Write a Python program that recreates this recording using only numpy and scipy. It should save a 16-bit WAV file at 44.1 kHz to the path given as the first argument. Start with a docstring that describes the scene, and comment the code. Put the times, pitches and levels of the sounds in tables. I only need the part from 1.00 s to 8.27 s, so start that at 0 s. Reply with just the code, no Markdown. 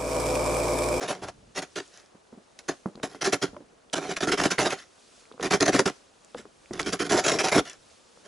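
"""Shovelling packed snow by a cabin

A plastic shovel drags over packed snow: the blade catches, crushes snow and skips in short slips. Each slip is
crackling noise that also shakes the scoop, ribs, rim and ground, made as resonances. Boots and blade knock
dully (damped tones), and single ice crumbs snap (very short tones with noise). A faint bright hiss that swells
now and then, wind with low rumbles, and forest air are shaped noise; fading noise bursts give the echoes."""
import sys
import numpy as np
from scipy import signal
from scipy.fft import rfft, irfft, next_fast_len
from scipy.io import wavfile
from scipy.ndimage import uniform_filter1d

SR = 44100
rng = np.random.default_rng(int(sys.argv[2]) if len(sys.argv) > 2 else 0)


def unload_wav(signal):
    """Save mono or channel-first audio to the path in sys.argv[1] as 16-bit WAV at rate SR, clipped to [-1, 1]."""
    wavfile.write(
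        sys.argv[1],
        SR,
        np.round(np.clip(np.atleast_2d(signal).T, -1, 1) * 32767).astype(np.int16),
    )


N = 320607  # length in samples

# Levels in the tables are settings; some layers are trimmed by a few dB when they are mixed.
# slips of the blade: [start t/s, swell t/ms, lets go after t/ms, time to fall 60 dB t/ms,
# crunch level/dB, load on the blade over the crunch level/dB]
BLADE_SLIPS = [(0.0, 37, 37, 166, -35, 0), (0.073, 15, 39, 160, -33.5, -4), (0.14, 5, 34, 320, -56, 7.5),
               (0.213, 28, 28, 98, -39.5, 2), (0.267, 25, 24.6, 52, -39, -7),
               (0.546, 34, 46.3, 74, -34, -1), (0.618, 5, 4, 88, -33.5, -4.5),
               (0.755, 3.9, 28, 117, -35.5, -1), (0.794, 7.6, 11, 19, -38.5, -2),
               (0.91, 33, 78, 310, -54.5, -18), (1.589, 1, 1, 69, -42, -15),
               (1.68, 8.3, 14, 111, -31.5, -0.5), (2.028, 7.7, 6.4, 113, -30, 4.5),
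               (2.095, 1, 41, 86, -55, 2), (2.145, 1.4, 1, 160, -48, 4.5),
               (2.209, 7.3, 20.5, 39, -31, -6.5), (2.235, 16, 36.4, 106, -26, -5),
               (2.322, 12.5, 8, 77, -17.5, 0.5), (2.413, 19.7, 19, 107, -26.5, -0.5),
               (2.928, 6.2, 14.8, 22, -25, -7.5), (2.951, 6, 32.6, 71, -33, -0.5),
               (2.983, 42, 104, 240, -43.5, 3), (3.084, 29, 34, 90, -32.5, -4),
               (3.161, 10.6, 8.4, 67, -28.5, -10), (3.204, 3.5, 6.9, 52, -29, -1.5),
               (3.22, 3.2, 21, 95, -30.6, 5.5), (3.263, 33.5, 30.7, 75, -28.5, 6),
               (3.272, 1.3, 2.7, 40, -30, 8), (3.314, 7, 14.2, 91, -23.5, -2.5),
               (3.371, 10, 11, 167, -28, -2.5), (3.392, 9.3, 8.5, 42, -24, -2.5),
               (3.411, 2.1, 2, 110, -26.5, 2.5), (3.433, 5.7, 4.5, 112, -22, -6.5),
               (3.452, 1.4, 1, 89, -23, 6), (3.501, 9, 17.5, 107, -25.5, -6),
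               (3.578, 18, 7.5, 296, -21.5, 1.5), (3.641, 26, 20, 100, -23, 0),
               (3.702, 1.4, 1, 164, -30, -11), (3.72, 2.6, 8.4, 60, -29.5, -1),
               (3.752, 39, 49, 110, -44, -29), (3.809, 15, 15, 110, -49, -31),
               (4.386, 32, 31, 70, -47.5, 10.5), (4.425, 3, 3, 91, -30.5, 0),
               (4.438, 4.4, 32.4, 83, -34.5, 4.5), (4.499, 48, 47.7, 83, -22.5, 1.5),
               (4.507, 2.4, 4.2, 41, -28, 2), (4.602, 9, 6, 107, -23.5, 6.5),
               (4.617, 10.3, 11.4, 79, -25.5, 3.5), (4.651, 16.5, 14.3, 18, -22.5, -4),
               (4.669, 13.6, 24, 73, -26.5, 6.5), (4.717, 41, 35, 42, -22.5, 1.5),
               (4.754, 7, 9.4, 128, -26.5, 0), (4.788, 7, 5.6, 74, -20, -2.5),
               (4.854, 5.5, 9.6, 49, -26.5, 9.5), (4.867, 10.6, 10.4, 86, -25, -2),
               (5.361, 29, 26, 140, -45, -14), (5.727, 6.9, 9.4, 42, -40, 5), (5.733, 20, 140, 360, -49, 6),
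               (5.793, 2.5, 2, 94, -26, -4), (5.86, 1, 24, 137, -33, 2.5),
               (5.921, 10.6, 14.3, 88, -26.5, -0.5), (5.989, 8.6, 39, 47, -31.5, 3),
               (6.038, 14, 32, 67, -37, 4), (6.09, 9.8, 25.7, 27, -29, -0.5),
               (6.119, 0.87, 1, 330, -24, 2.5), (6.168, 5, 33.7, 26, -27, -1.5),
               (6.236, 12, 13.4, 140, -25, -7), (6.258, 7.5, 8.3, 57, -22, -2.5),
               (6.278, 1.8, 20.4, 120, -25, -8), (6.315, 1.5, 2, 205, -27.5, 3.5),
               (6.337, 1, 16, 120, -32.5, 2), (6.386, 3.6, 25.4, 73, -24.5, -5.5),
               (6.429, 13, 33.6, 133, -26.5, -3), (6.482, 3, 11, 69, -29.5, -21),
               (6.514, 11, 13, 170, -25.5, 1), (6.534, 20, 61, 51, -25.5, 5),
               (6.645, 13, 38, 100, -44.5, -10), (6.693, 7.5, 4, 150, -42, -37),
               (6.731, 1.1, 1, 112, -48, -14), (7.236, 16, 42, 60, -56, 3)]
# dull knocks of boots and blade: [t/s, peak level/dB, pitch f/Hz, slap relative to the peak level/dB]
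DULL_KNOCKS = [(0.014, -25.5, 480, -7), (0.094, -18, 592, -22), (0.222, -35, 410, -1),
               (1.148, -40.5, 305, -10), (1.326, -29, 223, -22), (1.375, -37, 229, -22),
               (1.858, -15.5, 198, -1), (1.953, -35, 212, -1), (1.974, -37, 324, -5), (1.999, -38, 477, 5),
               (2.147, -38, 290, 12.5), (2.274, -13, 392, 2), (2.531, -33.5, 253, -9), (2.545, -38, 186, 4),
               (2.565, -28.5, 587, 0), (2.605, -35, 293, -12), (3.092, -20, 393, -7),
               (3.335, -17.5, 410, -5), (3.666, -19, 370, -11), (4.314, -37.5, 435, 8),
               (4.339, -42, 510, -3), (4.378, -44, 480, 11), (4.397, -26, 465, 5), (4.533, -17, 336, 9),
               (4.746, -6.5, 283, -11), (4.796, -13, 537, -21), (4.857, -16.5, 394, 6),
               (5.347, -25.5, 487, 4.5), (5.391, -37, 433, 0), (5.453, -39, 420, 8.5),
               (5.709, -21.5, 355, -22), (5.797, -27.5, 507, 11.5), (6.142, -11.5, 360, -14),
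               (6.563, -9, 292, 0), (6.577, -31, 389, -13), (7.173, -49, 501, 10)]
# low resonances of the scoop: [centre f/Hz, width f/Hz, level/dB]
SCOOP_MODES = [(182.5, 39, -4.5), (283.4, 36, 0), (388.4, 53.7, 3), (476, 83, -6)]
# resonances of the rim: [centre f/Hz, width f/Hz, level/dB]
RIM_MODES = [(1051, 135, -2.5), (1385, 185, 4), (1648, 280, -3)]
# resonances of the ribbed back: [centre f/Hz, width f/Hz, level/dB]
RIB_MODES = [(594, 160, -1), (756, 78, 1), (930, 120, -9)]
# packed snow giving under the load: [centre f/Hz, width f/Hz, level/dB]
GROUND_MODES = [(47.3, 32, -2.5), (135, 42, 11.5)]
# tone colour of breaking crystals: [f/Hz, level/dB]
CRUNCH_COLOUR = [(1060, -16), (1800, 1.5), (2570, -2.5), (2810, -3.5), (3700, -3.5), (4370, -5), (4850, -4),
                 (5910, -4), (7310, -8.5), (8760, -19), (10500, -12), (11000, -7.5), (14300, -41),
                 (22000, -120)]
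# tone colour of the faint swelling hiss: [f/Hz, level/dB]
HISS_COLOUR = [(710, -21), (1200, 1), (1680, -2), (2110, -4), (2500, 0), (4960, 0.5), (6310, 0),
               (11000, -7), (14300, -44), (22000, -120)]
# tone colour of the low noise, wind and rumbles: [f/Hz, level/dB]
LOW_COLOUR = [(15, -13), (40, 3), (130, 1.5), (300, -5), (700, -60)]
# tone colour of the forest air: [f/Hz, level/dB]
AIR_COLOUR = [(60, -34), (200, -0.5), (500, 3), (1200, -5), (3000, -17), (8000, -32)]
# tone colour of the crumbling after a knock: [f/Hz, level/dB]
CLOD_COLOUR = [(60, -24), (200, 4), (500, -5.5), (1200, -20), (3000, -41)]
# sound scattered off the snow bank: [f/Hz, side relative to middle level/dB]
BANK_WIDTH = [(100, -14.5), (400, -16.5), (1500, -11.5), (5000, -14.5), (10000, -11)]
# how long the yard rings, before each echo takes its share: [f/Hz, time to fall 60 dB t/s]
YARD_RING = [(150, 0.098), (700, 0.31), (3000, 0.36), (10000, 0.45)]
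# partials of a knock: [multiple of the pitch, level/dB]
KNOCK_PARTIALS = [(1, 3), (1.7, -3.5), (3.3, -17.5), (5.4, -9)]
# single ice crumbs snapping: [t/s, peak level/dB, centre f/Hz]
CRUMB_TICKS = [(0.879, -42, 7150), (0.975, -34, 6360), (1.061, -45, 5500), (1.273, -53, 4110),
               (1.956, -37, 4300), (1.999, -45, 2170), (2.3273, -31, 5030), (2.5676, -47, 2260),
               (2.899, -43, 3360), (3.321, -19, 1950), (3.584, -13.5, 2040), (3.79, -34.5, 4200),
               (4.2547, -45, 2310), (4.324, -42, 3670), (4.397, -47, 2410), (4.4099, -30.5, 3440),
               (4.5092, -21, 2000), (4.6078, -8.5, 4920), (4.63, -16, 4780), (4.7456, -19, 2580),
               (4.7932, -9, 5800), (4.86, -16, 5100), (5.2477, -37.5, 7100), (5.346, -37, 3360),
               (5.659, -42, 2400), (5.7356, -25, 5640), (5.7537, -37, 2860), (5.7977, -17, 2160),
               (5.808, -38, 2480), (5.8164, -24, 6400), (5.8302, -23, 4550), (6.679, -39, 5070),
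               (6.6982, -25.5, 7000), (6.7325, -32.5, 6100)]
# swells of the faint hiss: [fullest at t/s, level/dB]
HISS_SWELLS = [(0.3, -69), (0.85, -57), (1.76, -61.5), (2.5, -67.5), (4.03, -62.5), (4.2, -57.5),
               (4.96, -60), (5.3, -62.5), (5.69, -61.5), (6.92, -59), (7.2, -60)]
# low rumbles that start suddenly and die away: [t/s, level/dB]
LOW_RUMBLES = [(0.222, -46), (0.38, -55), (0.48, -57), (1.96, -58), (2.49, -53.5), (5.36, -56), (5.71, -43),
               (6.78, -62)]
# long sweeps from the right to the centre: [start t/s, end t/s]
LONG_STROKES = [(2.93, 3.9), (4.39, 4.6), (5.75, 6.85)]
# level of the ribs' ringing over time, added to what the load gives: [t/s, level/dB]
RIB_LEVEL = [(0.0, 4), (0.3, 9), (0.6, 3.5), (0.78, 0), (1.68, 3.5), (2.25, -0.5), (2.95, 4.5), (3.1, 3),
             (3.29, -3), (3.44, 2), (3.52, -1), (3.65, 4.5), (4.4, 0), (4.8, 0.5), (5.75, -0.5),
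             (6.0, -7.5), (6.14, 1.5), (6.26, 1), (6.52, 6), (6.6, 0.5)]

RIBS_FEEL, RIM_FEEL = 0.48, 0.19  # share of the load in dB that reaches ribs and rim; the scoop takes it all
KNOCK_T60_S, HARD_RINGS = 0.063, 0.00077  # ring of a knock listed at -20 dB; seconds gained per dB
CRUMBLE_DB, CRUMBLE_GROWS = -35.5, 0.82  # crumbling after a knock listed at -21.5 dB; dB gained per dB
HISS_RISE, HISS_FALL, HISS_DB = 36, 64, -68  # dB a second before and after the peak; steady level in dB
RUMBLE_RISE, RUMBLE_FALL, WIND_DB = 1700, 94, -73.5  # dB a second before and after; steady wind level in dB
AIR_DB = -60  # steady level of the forest air
START_PAN_DB, END_PAN_DB, REST_PAN_DB = -2.5, 0, -0.8  # left over right; below zero is to the right
TOP_HZ = 11030  # hardly anything sounds above this


def amp(db):
    """Turn a level in dB into a gain."""
    return 10 ** (np.asarray(db) / 20)


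def unit(x):
    """Scale x to an average (rms) strength of 1."""
    return x / np.sqrt(np.mean(x ** 2) + 1e-20)


def along(points, hz):
    """Read a value between (Hz, value) points, with pitch spaced as the ear hears it (log)."""
    f, value = np.transpose(points)
    return np.interp(np.log(hz + 1), np.log(f + 1), value)


def filtered(x, response):
    """Make each frequency of x stronger, weaker or shifted in phase, as response says."""
    size = next_fast_len(N + SR // 2)
    hz = np.fft.rfftfreq(size, 1 / SR)
    return irfft(rfft(x, size) * response(hz), size)[..., :N]


def coloured(x, points):
    """Give x the tone colour of a table of (Hz, dB)."""
    return filtered(x, lambda hz: amp(along(points, hz)))


def modes(table):
    """Resonances side by side: each rings at its centre, and a wider one dies sooner."""
    def response(hz):
        total = 0
        for k, (centre, width, db) in enumerate(table):
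            damping = 1j * hz * width
            total = total + (-1) ** k * amp(db) * damping / (centre ** 2 - hz ** 2 + damping)
        return total
    return response


def patchy(x, depth_db, size=256, bins=5, frames=5):
    """Give x smooth random patches of louder and softer over time and frequency."""
    z = signal.stft(x, nperseg=size)[2]
    field = uniform_filter1d(rng.standard_normal(z.shape[-2:]), bins, 0)
    field = unit(uniform_filter1d(field, frames, 1))
    return unit(signal.istft(z * amp(depth_db * field), nperseg=size)[1][..., :N])


def flexing(x, depth_db):
    """The loaded blade bends: narrow bands of its sound come and go at random."""
    return patchy(x, depth_db, size=512, bins=2, frames=12)


def grains(rate, spread_db, share):
    """Breaking crystals: about rate uneven clicks a second, share of the power, on a bed of noise."""
    chance, sign, size = rng.random((3, N))
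    heights = amp(-spread_db * np.log(size + .03))  # many small clicks, a few big ones
    clicks = (chance < rate / SR) * np.sign(sign - .5) * heights
    share = np.clip(share, 0, 1)
    return np.sqrt(share) * unit(clicks) + np.sqrt(1 - share) * rng.standard_normal(N)


def swells(peaks, rise, fall, steady_db):
    """Gain of a steady level with peaks that climb and sink at so many dB a second."""
    peak_s, peak_db = np.array(peaks)[:, :1], np.array(peaks)[:, 1:]
    late = np.arange(N) / SR - peak_s
    levels_db = peak_db + np.minimum(rise * late, -fall * late)
    return np.sqrt(amp(steady_db) ** 2 + np.sum(amp(levels_db) ** 2, axis=0))


def bed(colour, alike, depth_db):
    """Wide stereo noise; alike says how much left and right match (1 is the same, 0 unrelated)."""
    turn = np.arccos(np.clip(alike, -1, 1)) / 2
    mid, side = coloured(patchy(rng.standard_normal((2, N)), depth_db), colour)
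    return unit(np.cos(turn) * mid + np.sin(turn) * np.array([side, -side]))


def forest_air():
    """The air of the forest hushes from all sides as steady, nearly unrelated noise left and right."""
    return amp(AIR_DB) * bed(AIR_COLOUR, 0.038, depth_db=2.0)


def wind_and_rumbles():
    """A steady low wind noise, with low rumbles that start suddenly and die away."""
    gain = swells(LOW_RUMBLES, RUMBLE_RISE, RUMBLE_FALL, WIND_DB)
    return gain * bed(LOW_COLOUR, 0.95, depth_db=2)


def faint_hiss():
    """A faint bright hiss that swells now and then."""
    gain = swells(HISS_SWELLS, HISS_RISE, HISS_FALL, HISS_DB)
    return gain * bed(HISS_COLOUR, 0.79, depth_db=1.0)


def tail(seconds, t60_share):
    """A fading burst of noise for each ear, where each frequency dies at its own speed."""
    noise = rng.standard_normal((2, round(seconds * SR)))
    hz, t, z = signal.stft(noise, SR, nperseg=128)
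    t60 = t60_share * along(YARD_RING, hz)[:, None]
    out = signal.istft(z * amp(-60 * t / t60), SR, nperseg=128)[1]
    return out / np.linalg.norm(out[0])  # total energy 1 on the left


def echoes(x, seconds, t60_share, delay):
    """Scattered echoes that change as the shovel moves: a new burst every tenth of a second."""
    out, step = np.zeros((2, N + SR)), SR // 10
    for at in range(0, N, step):
        wet = signal.fftconvolve(x[None, at:at + step], tail(seconds, t60_share), axes=1)
        out[:, at + delay:at + delay + wet.shape[1]] += wet
    return out[:, :N]


def ticks():
    """A crumb snaps: two or three cycles of a tone and a spit of noise."""
    out, t = np.zeros(N + SR), np.arange(SR // 50) / SR
    spits = rng.standard_normal((len(CRUMB_TICKS), len(t)))
    for (s, db, hz), noise in zip(CRUMB_TICKS, spits):
        tone = amp(-60 * t * hz / 14) * np.sin(2 * np.pi * hz * t)  # falls 60 dB in 14 cycles
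        spit = amp(-60 * t / 0.0062) * np.diff(noise, prepend=0) / 2
        out[round(s * SR):][:len(t)] += amp(db + 3.0) * (tone + 0.18 * spit)
    return out[:N]


def knocks():
    """Each knock slaps, rings a few damped cycles, high partials dying first, and leaves clods crumbling."""
    out, loose, t = np.zeros(N + SR), np.zeros(N + SR), np.arange(SR // 4) / SR
    # about one cycle of flat contact
    slap = np.exp(-((t - .0015) / 0.00043) ** 2) * np.sin(2 * np.pi * 850 * (.0015 - t))
    for s, db, hz, slap_db in DULL_KNOCKS:
        t60 = max(KNOCK_T60_S + HARD_RINGS * (db + 20), .01)  # harder knocks ring longer
        ring = np.zeros(len(t))
        for multiple, level in KNOCK_PARTIALS:
            fade = amp(level - 60 * t * multiple ** 1.1 / t60)
            ring += fade * np.sin(2 * np.pi * multiple * hz * t)
        ring *= (1 - np.exp(-t / 0.00031)) ** 2  # soft start
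        at = round(s * SR)
        out[at:at + len(t)] += amp(db - 3.0) * (ring / np.abs(ring).max() + amp(slap_db) * slap)
        crumble_db = CRUMBLE_DB + CRUMBLE_GROWS * (db + 21.5)
        loose[at:at + len(t)] += amp(crumble_db - 60 * t / 0.15) * (1 - np.exp(-t / 0.0009))
    clods = unit(coloured(grains(300, 4.7, 0.5), CLOD_COLOUR))
    thud = out[:N] + loose[:N] * clods
    return filtered(thud, lambda hz: (1j * hz / (110 + 1j * hz)) ** 2)  # a small object radiates no deep bass


def contact():
    """Strength of the slips on crystals, scoop, ribs and rim: a swell, then a steady fall in dB."""
    power, ms = np.zeros((4, N + SR)), np.arange(SR // 2) / SR * 1000
    feel = np.array([0, 1, RIBS_FEEL, RIM_FEEL])
    for s, swell, release, t60, crunch_db, load_db in BLADE_SLIPS:
        rise = np.minimum(ms / max(swell, .5), 1)
        fall = amp(-60 * np.maximum(ms - release, 0) / max(t60, 10))
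        gain = amp(crunch_db + feel * load_db)[:, None]
        at = max(round(s * SR), 0)
        power[:, at:at + len(ms)] += (gain * rise * fall) ** 2
    return np.sqrt(power[:, :N])


def scrape():
    """Crushed snow hisses and shakes scoop, ribs, rim and ground; bigger lumps snap through them all."""
    crunch, scoop, ribs, rim = contact()
    ribs = ribs * amp(np.interp(np.arange(N) / SR, *np.transpose(RIB_LEVEL)))
    snaps = grains(350, 6.0, 1)
    crystals = coloured(grains(2500, 8.1, 0.39), CRUNCH_COLOUR)
    hiss = patchy(flexing(crystals, depth_db=4.0), depth_db=1.0)
    hiss = hiss + amp(-12.0) * unit(coloured(snaps, CRUNCH_COLOUR))
    out = amp(0.05) * crunch * unit(hiss)
    # strength, resonances, level in dB, depth of the flexing in dB
    parts = ((scoop, SCOOP_MODES, 0.3, 1.6), (ribs, RIB_MODES, -2.5, 2.5),
             (rim, RIM_MODES, -4.5, 3.5), (scoop, GROUND_MODES, -14, 1.6))
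    for force, table, db, flex_db in parts:
        shake = flexing(grains(1200, 3.8, 0.26), flex_db) + amp(-3.5) * snaps
        loudness = np.std(filtered(shake, modes(table)))  # so the level does not hang on the resonances
        out += amp(db) / loudness * filtered(force * shake, modes(table))
    return out


def sweep():
    """Left over right in dB: each long stroke glides from the right to the centre."""
    t, pan_db = np.arange(N) / SR, np.full(N, float(REST_PAN_DB))
    for start, end in LONG_STROKES:
        glide = np.interp(t, [start, end], [START_PAN_DB, END_PAN_DB])
        pan_db = np.where((t > start) & (t < end), glide, pan_db)
    return uniform_filter1d(pan_db, SR // 20)  # no sudden jumps


def scene():
    """The shovel works from right to centre; snow bank, cabin and trunks answer over the quiet forest."""
    background = forest_air() + wind_and_rumbles() + faint_hiss()
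    work = ticks() + knocks() + scrape()
    cabin = amp(-21) * echoes(work, 0.2, 1, delay=SR // 150)
    # the snow bank scatters a little differently to each side
    bank = echoes(work, .04, 0.066, delay=0)[0]
    side = amp(0.5) * coloured(bank, BANK_WIDTH)
    pan_db = sweep()
    shovel = work * amp([pan_db / 2, -pan_db / 2])
    return shovel + np.array([side, -side]) + cabin + background


def record(dry):
    """A very steep filter takes away the top of the treble."""
    return filtered(dry, lambda hz: 1 / (1 + (hz / TOP_HZ) ** 240))


dry = scene()
out = record(dry)
unload_wav(out)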